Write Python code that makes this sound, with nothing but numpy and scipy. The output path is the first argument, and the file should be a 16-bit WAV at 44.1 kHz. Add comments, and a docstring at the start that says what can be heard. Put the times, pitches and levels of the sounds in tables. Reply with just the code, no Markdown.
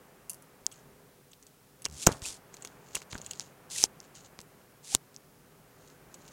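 """Steel snap and rings click as a fishing lure is clipped to a leader, close to a small microphone.
Each click is a damped metal tick with a short steel ring and a knock in the hollow lure.
Hooks jingle, the swivel grinds, and the wire hisses and squeaks through the fingers, then stops
with a loud snap. Hands brush and bump, once against the microphone, over a quiet room tone.
The hardest snaps overload the input."""
import sys
import numpy as np
from scipy import signal
from scipy.fft import rfft, irfft, next_fast_len
from scipy.io import wavfile

SR = 44100
rng = np.random.default_rng(int(sys.argv[2]) if len(sys.argv) > 2 else 0)


def inscribe(sig):
    """Save sig as 16-bit PCM at rate SR to the path in sys.argv[1].

    A 1-D sig is mono; a 2-D sig holds one channel per row.
    Samples are clipped to [-1, 1] before scaling.
    """
    pcm = np.round(np.clip(np.atleast_2d(sig).T, -1, 1) * 32767)
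    wavfile.write(sys.argv[1], SR, pcm.astype(np.int16))


N = 278855
TIME = np.arange(N) / SR
AGE = np.arange(SR // 8) / SR   # seconds since a contact


def from_db(db):
    """Decibels to gain."""
    return 10 ** (np.asarray(db) / 20)


def rms_one(x):
    """Scale to unit power."""
    return x / np.sqrt(np.mean(x ** 2) + 1e-20)


def peak_one(x):
    """Scale to unit peak."""
    return x / np.abs(x).max()


def fade(t60):
    """Decay after a contact: 60 dB down in t60 seconds."""
    return from_db(-60 * AGE / t60)


def add(out, s, sound):
    """Mix a one-shot in at s seconds."""
    at = round(s * SR)
    out[at:at + len(sound)] += sound[:N - at]


def cut(x, hz, kind, order=2):
    """Butterworth low- or high-pass."""
    return signal.sosfilt(signal.butter(order, hz, kind, fs=SR, output="sos"), x)


def low_noise(hz, size=N):
    """Low-passed noise at unit power."""
    return rms_one(cut(rng.standard_normal(size), hz, "low"))


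def resonate(x, hz, width_hz):
    """One resonance with unit gain at its peak."""
    radius = np.exp(-np.pi * width_hz / SR)
    feedforward = np.array([1, 0, -1]) * (1 - radius ** 2) / 2
    feedback = [1, -2 * radius * np.cos(2 * np.pi * hz / SR), radius ** 2]
    return signal.lfilter(feedforward, feedback, x + 1e-18)


def ring(x, modes):
    """Parallel modes of one object; alternating signs keep the far skirts dark."""
    return sum((-1) ** k * from_db(db) * resonate(x, hz, width)
               for k, (hz, width, db) in enumerate(modes))


def colour(x, spectrum):
    """Shape noise with an EQ curve; unit power."""
    hz, db = np.transpose(spectrum)
    size = next_fast_len(N)
    bins = np.maximum(np.fft.rfftfreq(size, 1 / SR), 1)
    eq = from_db(np.interp(np.log(bins), np.log(hz), db))
    return rms_one(irfft(rfft(x, size) * eq, size)[:N])


def grains(per_s, spread_db, size=len(AGE)):
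    """Random micro-contacts of uneven strength."""
    strength = from_db(spread_db * np.minimum(rng.exponential(1, size), 4))
    return strength * rng.choice([-1, 1], size) * (rng.random(size) < per_s / SR)


def tick(x, hz, width_hz, skirt_db=-16):
    """Metal pinched between fingers: one heavily damped resonance with broad skirts."""
    core = resonate(resonate(x, hz, width_hz), hz, width_hz)
    skirt = from_db(skirt_db) * resonate(x, 3700, 2900)
    edge = from_db(-30) * cut(x, 11000, "high")
    return core + skirt + edge


def strokes(rows, attack_s):
    """Rubbing envelope: each stroke sets in, ramps by its swell to its end level, and lets go."""
    out = np.zeros(N)
    for start, end, db, swell, release in rows:
        onset = np.clip((TIME - start) / attack_s, 0, 1)
        to_go = np.clip((end - TIME) / (end - start), 0, 1)
        let_go = np.clip(1 - (TIME - end) / release, 0, 1) ** 2
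        out += onset * from_db(db - swell * to_go) * let_go
    return out


# room tone EQ: f/Hz, level/dB
ROOM_EQ = [(15, -34.5), (25, -12.5), (54, -5), (76, -10.5), (145, 2), (210, -5), (275, -5), (318, -9.5),
           (416, -1), (452, -10), (491, -3), (544, -7.5), (604, -6.5), (1500, -12), (3500, -23),
           (4550, -59), (7700, -120)]
# fader rides on the distant room noise: t/s, low band/dB, mid band/dB
ROOM_RIDES = [(0.0, -62.5, -63), (0.65, -63.5, -65), (0.88, -59.5, -64), (1.34, -66, -72),
              (1.78, -64, -68.5), (2.11, -56.5, -58.5), (2.41, -63, -62.5), (2.64, -60.5, -60.5),
              (4.08, -60, -62), (4.93, -64.5, -67), (5.32, -63.5, -67.5), (6.32, -58.5, -61)]
# drone partials: f/Hz, level/dB
DRONE = [(50, -76.5), (147, -77), (272, -74), (410, -78), (495, -77)]


def room(crossover_hz=500, air_trim_db=1, drone_trim_db=-3, hiss_db=-64.5):
    """The bed: dull room noise and a faint drone, over even microphone hiss."""
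    low = cut(colour(rng.standard_normal(N), ROOM_EQ), crossover_hz, "low", order=4)
    mid = cut(colour(rng.standard_normal(N), ROOM_EQ), crossover_hz, "high", order=4)
    mid = cut(mid, 3200, "low", order=4)
    times, low_db, mid_db = np.transpose(ROOM_RIDES)
    air = from_db(np.interp(TIME, times, low_db)) * rms_one(low)
    air += from_db(np.interp(TIME, times, mid_db)) * rms_one(mid)
    drone = sum(from_db(db) * np.sqrt(2) * np.sin(2 * np.pi * hz * TIME + low_noise(5))
                for hz, db in DRONE)
    hiss = from_db(hiss_db) * rng.standard_normal(N)
    return from_db(air_trim_db) * air + from_db(drone_trim_db) * drone + hiss


# swivel turning on its rings: start/s, end/s, end level/dB, swell/dB, release/s
SWIVEL_TURNS = [(.73, .78, -64.5, -2, 0.092), (2.52, 2.68, -65, -1, .2), (2.8, 2.94, -56, 18.5, .03),
                (2.945, 2.988, -47.5, -5, 0.034), (3.098, 3.14, -53, -7, .1), (3.2, 3.43, -54, 9, 0.11),
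                (4.02, 4.05, -65, 2, .06), (4.14, 4.16, -52.5, 4, 0.11), (4.23, 4.255, -58, 1.5, .05),
                (5.73, 5.89, -62, 15, 0.12), (6.1, 6.32, -60.5, 10, 0.058)]
# swivel resonances: f/Hz, width/Hz, level/dB
SWIVEL_MODES = [(2870, 180, -9), (3060, 140, -6.5), (4244, 1300, -8.5), (5440, 460, -6.5), (6420, 640, -4),
                (7100, 150, 2), (7530, 880, -9.5), (9800, 900, -21)]


def swivel():
    """A fine grind: tiny catches come in clumps and set the turning swivel ringing."""
    clumps = from_db(2.6 * low_noise(70))
    catches = clumps * grains(per_s=1600, spread_db=3.6, size=N)
    grind = rms_one(cut(ring(catches, SWIVEL_MODES), 9500, "low", order=4))
    return strokes(SWIVEL_TURNS, attack_s=0.015) * grind


# fingertip squeaks on the wire: t/s, length/s, start f/Hz, end f/Hz, level/dB
FINGER_SQUEAKS = [(2.02, .016, 2535, 2800, -47), (2.245, 0.019, 2350, 2790, -40.5),
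                  (3.754, 0.014, 2170, 1760, -44.5), (3.78, 0.011, 2530, 2680, -40.5),
                  (4.918, 0.022, 677, 870, -49.5)]


def squeaks(waver=0.035):
    """Friction briefly locks into a gliding, unsteady chirp."""
    out = np.zeros(N)
    for s, length, start_hz, end_hz, db in FINGER_SQUEAKS:
        size = round(length * SR)
        hz = np.linspace(start_hz, end_hz, size) * (1 + waver * low_noise(400, size))
        chirp = np.sqrt(2) * np.sin(2 * np.pi * np.cumsum(hz) / SR)
        add(out, s, from_db(db) * np.hanning(size) * chirp)
    return out


def judder(start_s=1.872, end_s=1.985, slips_per_s=72):
    """Skin sticks to the wire, drags and slips: a low sawtooth with a tick at each slip."""
    phase = np.cumsum(slips_per_s * (1 + .04 * low_noise(30))) / SR
    drag = (phase - phase[round(start_s * SR)]) % 1
    slips = np.diff(drag, prepend=0) < -.5
    buzz = cut(2 * drag - 1, 170, "low")
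    ticks = peak_one(tick(slips.astype(float), hz=5600, width_hz=5000))
    gate = np.clip(np.minimum(TIME - start_s, end_s - TIME) / .02, 0, 1)
    return gate * (from_db(-44) * buzz + from_db(-36) * ticks)


PULL_ATTACK_S = .024   # time for the wire to get moving
# wire drawn through the fingers: start/s, end/s, end level/dB, swell/dB, release/s
WIRE_PULLS = [(1.9, 2.037, -37, 25.5, 0.031), (2.06, 2.13, -51, -5.5, .14), (2.215, 2.265, -36, 12.5, 0.14),
              (3.692, 3.84, -32, 11, .035), (4.82, 4.945, -35.5, 24.5, .02)]
# bright friction EQ of the wire: f/Hz, level/dB
WIRE_EQ = [(900, -30.5), (1800, -14.5), (2700, -8), (3400, -5.5), (5200, -2.5), (7200, 0.5), (10000, -6.5),
           (11500, -11.5), (13500, -26.5), (16000, -30)]


def wire():
    """A zipping hiss: twisted strands catch on skin thousands of times a second, under a wavering grip."""
    grip = from_db(1.6 * low_noise(160))
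    friction = colour(grains(per_s=6000, spread_db=4.1, size=N), WIRE_EQ)
    return strokes(WIRE_PULLS, PULL_ATTACK_S) * grip * friction


# hand thumps and hollow lure knocks: t/s, level/dB, f/Hz
THUMPS_AND_KNOCKS = [(1.8613, -33, 510), (2.071, -3.5, 183), (2.07, -5.5, 665), (2.0706, -5, 1380),
                     (2.075, -12, 380), (2.09, -15.5, 455), (2.118, -29, 130), (2.223, -30, 89),
                     (3.13, -31.5, 132), (3.148, -33, 83), (3.153, -30, 219), (3.1537, -26, 1540),
                     (3.1997, -37.5, 590), (3.8384, -22.5, 400), (3.84, -19.5, 899), (4.392, -39, 110),
                     (4.9494, -21.5, 379), (4.9487, -20.5, 1100), (4.951, -30, 140)]


def thumps_and_knocks():
    """Quickly damped tones: dull thumps of the hands, and hollow knocks of the lure at the loud snaps."""
    out = np.zeros(N)
    for s, db, hz in THUMPS_AND_KNOCKS:
        t60 = 0.016 * (300 / hz) ** 0.41   # higher tones die sooner
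        tone = np.sin(2 * np.pi * hz * AGE)
        rustle = from_db(-17) * low_noise(2000, len(AGE))
        add(out, s, from_db(db) * fade(t60) * (tone + rustle))
    return out


# hand brushing the casing: start/s, end/s, end level/dB, swell/dB, release/s
HAND_BRUSHES = [(2.06, 2.13, -42.5, -12, 0.069), (2.215, 2.33, -60.5, -1, .08),
                (2.94, 2.965, -49.5, 3.5, 0.024), (3.1, 3.15, -53.5, 7.5, 0.28),
                (3.825, 3.845, -46, 7, .04), (4.93, 4.952, -41.5, 15.5, 0.018)]
# muffled EQ of the casing: f/Hz, level/dB
CASING_EQ = [(30, 1), (100, 1.5), (250, -3), (500, -6), (1000, -6), (1700, -12), (3000, -27), (8000, -50.5)]


def brushes(wire_bleed_db=-26):
    """Handling noise: skin brushes the casing, and the hand carries the wire's friction into it."""
    rubbing = strokes(HAND_BRUSHES, attack_s=.012)
    bleed = from_db(wire_bleed_db) * strokes(WIRE_PULLS, PULL_ATTACK_S)
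    return (rubbing + bleed) * colour(grains(per_s=3000, spread_db=5.6, size=N), CASING_EQ)


# hooks swinging into each other: t/s, level/dB
HOOK_HITS = [(0.2959, -23), (0.3003, -26), (0.3023, -35), (0.3067, -39), (0.3151, -36), (0.3322, -32.5),
             (0.3443, -37.5), (0.423, -44)]
# hook resonances: f/Hz, width/Hz, level/dB
HOOK_MODES = [(2800, 145, -8), (4700, 400, -10), (5840, 220, -6), (6300, 160, -1), (7700, 580, -4),
              (8500, 360, -9), (9540, 360, 5), (10130, 270, -16), (11400, 1200, -19), (12900, 2400, -8.5)]


def hooks():
    """A bright jingle: free hooks strike, then shiver on their rings."""
    out = np.zeros(N)
    strike = from_db(-1) * peak_one(ring(signal.unit_impulse(len(AGE)), HOOK_MODES))
    burst_and_tail = from_db(-3) * fade(0.0083) + from_db(-19) * fade(0.095)
    for s, db in HOOK_HITS:
        shiver = rms_one(ring(grains(per_s=7000, spread_db=1.5), HOOK_MODES))
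        add(out, s, from_db(db) * (strike + burst_and_tail * shiver))
    return out


# resonances of the steel parts: f/Hz, width/Hz, level/dB
STEEL_MODES = [(2748, 130, 3), (3322, 200, -2.5), (4400, 600, -8.5), (5600, 280, -10), (6586, 350, -0.5),
               (7123, 180, -12.5), (7840, 250, -1.5), (10250, 550, -12.5), (13600, 670, -16)]
# resonances of the hollow lure: f/Hz, width/Hz, level/dB
LURE_MODES = [(410, 140, 0.5), (830, 200, -0.5), (1030, 370, -1), (1500, 260, -1.5), (2270, 400, 1)]
# snap, swivel and rings touching: t/s, tick level/dB, f/Hz, width/Hz, ring send/dB, knock send/dB
METAL_HITS = [(0.6656, -6.5, 6120, 3200, -62, -39), (0.715, -46, 3800, 7000, -48.5, -48),
              (0.724, -36, 7750, 4200, -46.5, -66), (1.3153, -48, 6800, 3000, -57, -70),
              (1.333, -39.5, 3680, 2400, -55.5, -68), (1.4268, -40, 6500, 3200, -55.5, -66),
              (1.4677, -34.5, 6200, 7000, -55, -66), (1.8205, -39, 10400, 1800, -49, -68),
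              (1.845, -29, 5200, 7000, -58, -66), (1.8504, -26, 3750, 7000, -40, -50),
              (1.8542, -8.5, 5370, 3400, -54, -26), (1.8605, -20.5, 5650, 2420, -39, -22),
              (2.0583, -27, 6200, 7000, -47, -47), (2.0666, -2.5, 6160, 3270, -18, -32),
              (2.0706, 4.5, 6500, 2600, -29, -8.5), (2.119, -23, 4400, 7000, -54, -42),
              (2.124, -27, 4600, 5500, -42, -47), (2.2195, -28, 4060, 5500, -46, -61),
              (2.542, -32.5, 6500, 1800, -47, -38), (2.5687, -33, 3680, 7000, -72, -72),
              (2.623, -35, 7240, 1800, -44, -66), (2.6494, -23, 6140, 4200, -39.5, -29.5),
              (2.674, -29.5, 4600, 5500, -55, -61), (2.9495, -24, 5000, 7000, -35, -25.5),
              (2.9532, -9.5, 7100, 5000, -31.5, -46), (2.9671, -23, 4370, 7000, -54, -23.5),
              (2.9733, -27, 5200, 5500, -50, -66), (3.0182, -36, 3800, 5500, -49, -33),
              (3.0262, -37, 3800, 5500, -57, -65), (3.1258, -28.5, 3750, 5500, -55, -60),
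              (3.1295, -27, 3460, 1800, -49, -25.5), (3.1465, -34, 6800, 1500, -52, -49),
              (3.1794, -29, 4200, 7000, -53, -57), (3.184, -30, 4780, 4200, -59, -49),
              (3.2162, -29, 6700, 1300, -52, -66), (3.2476, -35, 3800, 7000, -58, -69),
              (3.2634, -25.5, 7100, 1290, -39.5, -52), (3.3103, -26, 6900, 1300, -35, -40),
              (3.3343, -28, 3580, 5400, -56, -69), (3.3968, -15, 5630, 3200, -64, -31),
              (3.407, -26.5, 3770, 4200, -52, -61), (3.4142, -35, 3960, 7000, -45, -66),
              (3.7842, -15, 5900, 7000, -44, -54), (3.839, 7.5, 5750, 1900, -53, -19),
              (3.853, -47, 5600, 5500, -59, -62), (4.003, -29, 5600, 2400, -73, -73),
              (4.1544, -38, 4800, 5500, -56, -71), (4.39, -27, 3760, 4200, -66, -31),
              (4.4042, -31.5, 5060, 7000, -66, -65), (4.4145, -31.5, 6400, 7000, -56, -66),
              (4.9492, 7, 7200, 5440, -48, -23), (4.9503, -7.5, 3700, 2400, -53, -38),
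              (4.9574, -24, 5600, 7050, -54, -48), (4.965, -33, 5600, 4210, -56, -66),
              (5.1444, -40, 5000, 5000, -62, -70), (5.1633, -27.5, 5660, 2400, -74, -64),
              (6.1431, -31, 6350, 3200, -47, -69), (6.2795, -36, 3730, 5500, -55, -73)]


def clicks(scrape_s=0.0071, chatter_t60=0.0065, ring_t60=0.036, settle_db=-46.5):
    """Metal slips home: a scrape, a tick with a knock in the lure, tiny rebounds and a steel ring."""
    out = np.zeros(N)
    blow = signal.unit_impulse(len(AGE))
    knock = peak_one(cut(ring(blow, LURE_MODES) + from_db(-12) * blow, 2700, "low"))
    lead_in = np.linspace(0, 1, round(scrape_s * SR)) ** 3
    for s, tick_db, hz, width, ring_db, knock_db in METAL_HITS:
        contact = peak_one(tick(blow, hz, width))
        add(out, s, from_db(tick_db) * contact + from_db(knock_db - 2) * knock)

        # hard blows and loose parts both chatter
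        chatter_gain = from_db(tick_db - 19) + from_db(ring_db + 0.5)
        rebounds = rms_one(tick(grains(per_s=12000, spread_db=7.5), hz, width)) * fade(chatter_t60)
        # every contact point weights the modes in its own way
        modes = [(mode_hz, mode_width, db + rng.normal(0, 4.2))
                 for mode_hz, mode_width, db in STEEL_MODES]
        steel = rms_one(ring(grains(per_s=5000, spread_db=3.5), modes)) * fade(ring_t60)
        add(out, s + 0.00037, chatter_gain * rebounds + from_db(ring_db + 1) * steel)

        # the loose part scrapes into the hit and settles after it with one light touch
        scrape = rms_one(tick(grains(per_s=9000, spread_db=3), hz, width, skirt_db=-7))
        add(out, s - scrape_s, from_db(ring_db - 9.5) * lead_in * scrape[:len(lead_in)])
        add(out, s + rng.uniform(.003, .012), from_db(settle_db) * contact)
    return out


def scene():
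    """A close, dry mono mix of tackle, hands and room tone."""
    metal = clicks() + hooks() + swivel()
    wire_friction = wire() + squeaks() + judder()
    return (metal + wire_friction + thumps_and_knocks() + brushes() + room())[None]


def record(dry):
    """The input soft-clips on the hardest snaps; the deepest bass and highest treble are cut."""
    ceiling, top_hz = .69, 15900
    clipped = dry / (1 + (dry / ceiling) ** 4) ** (1 / 4)
    steep_lowpass = signal.ellip(8, .1, 60, top_hz, fs=SR, output="sos")
    return signal.sosfilt(steep_lowpass, cut(clipped, 30, "high", order=1))


dry = scene()
out = record(dry)
inscribe(out)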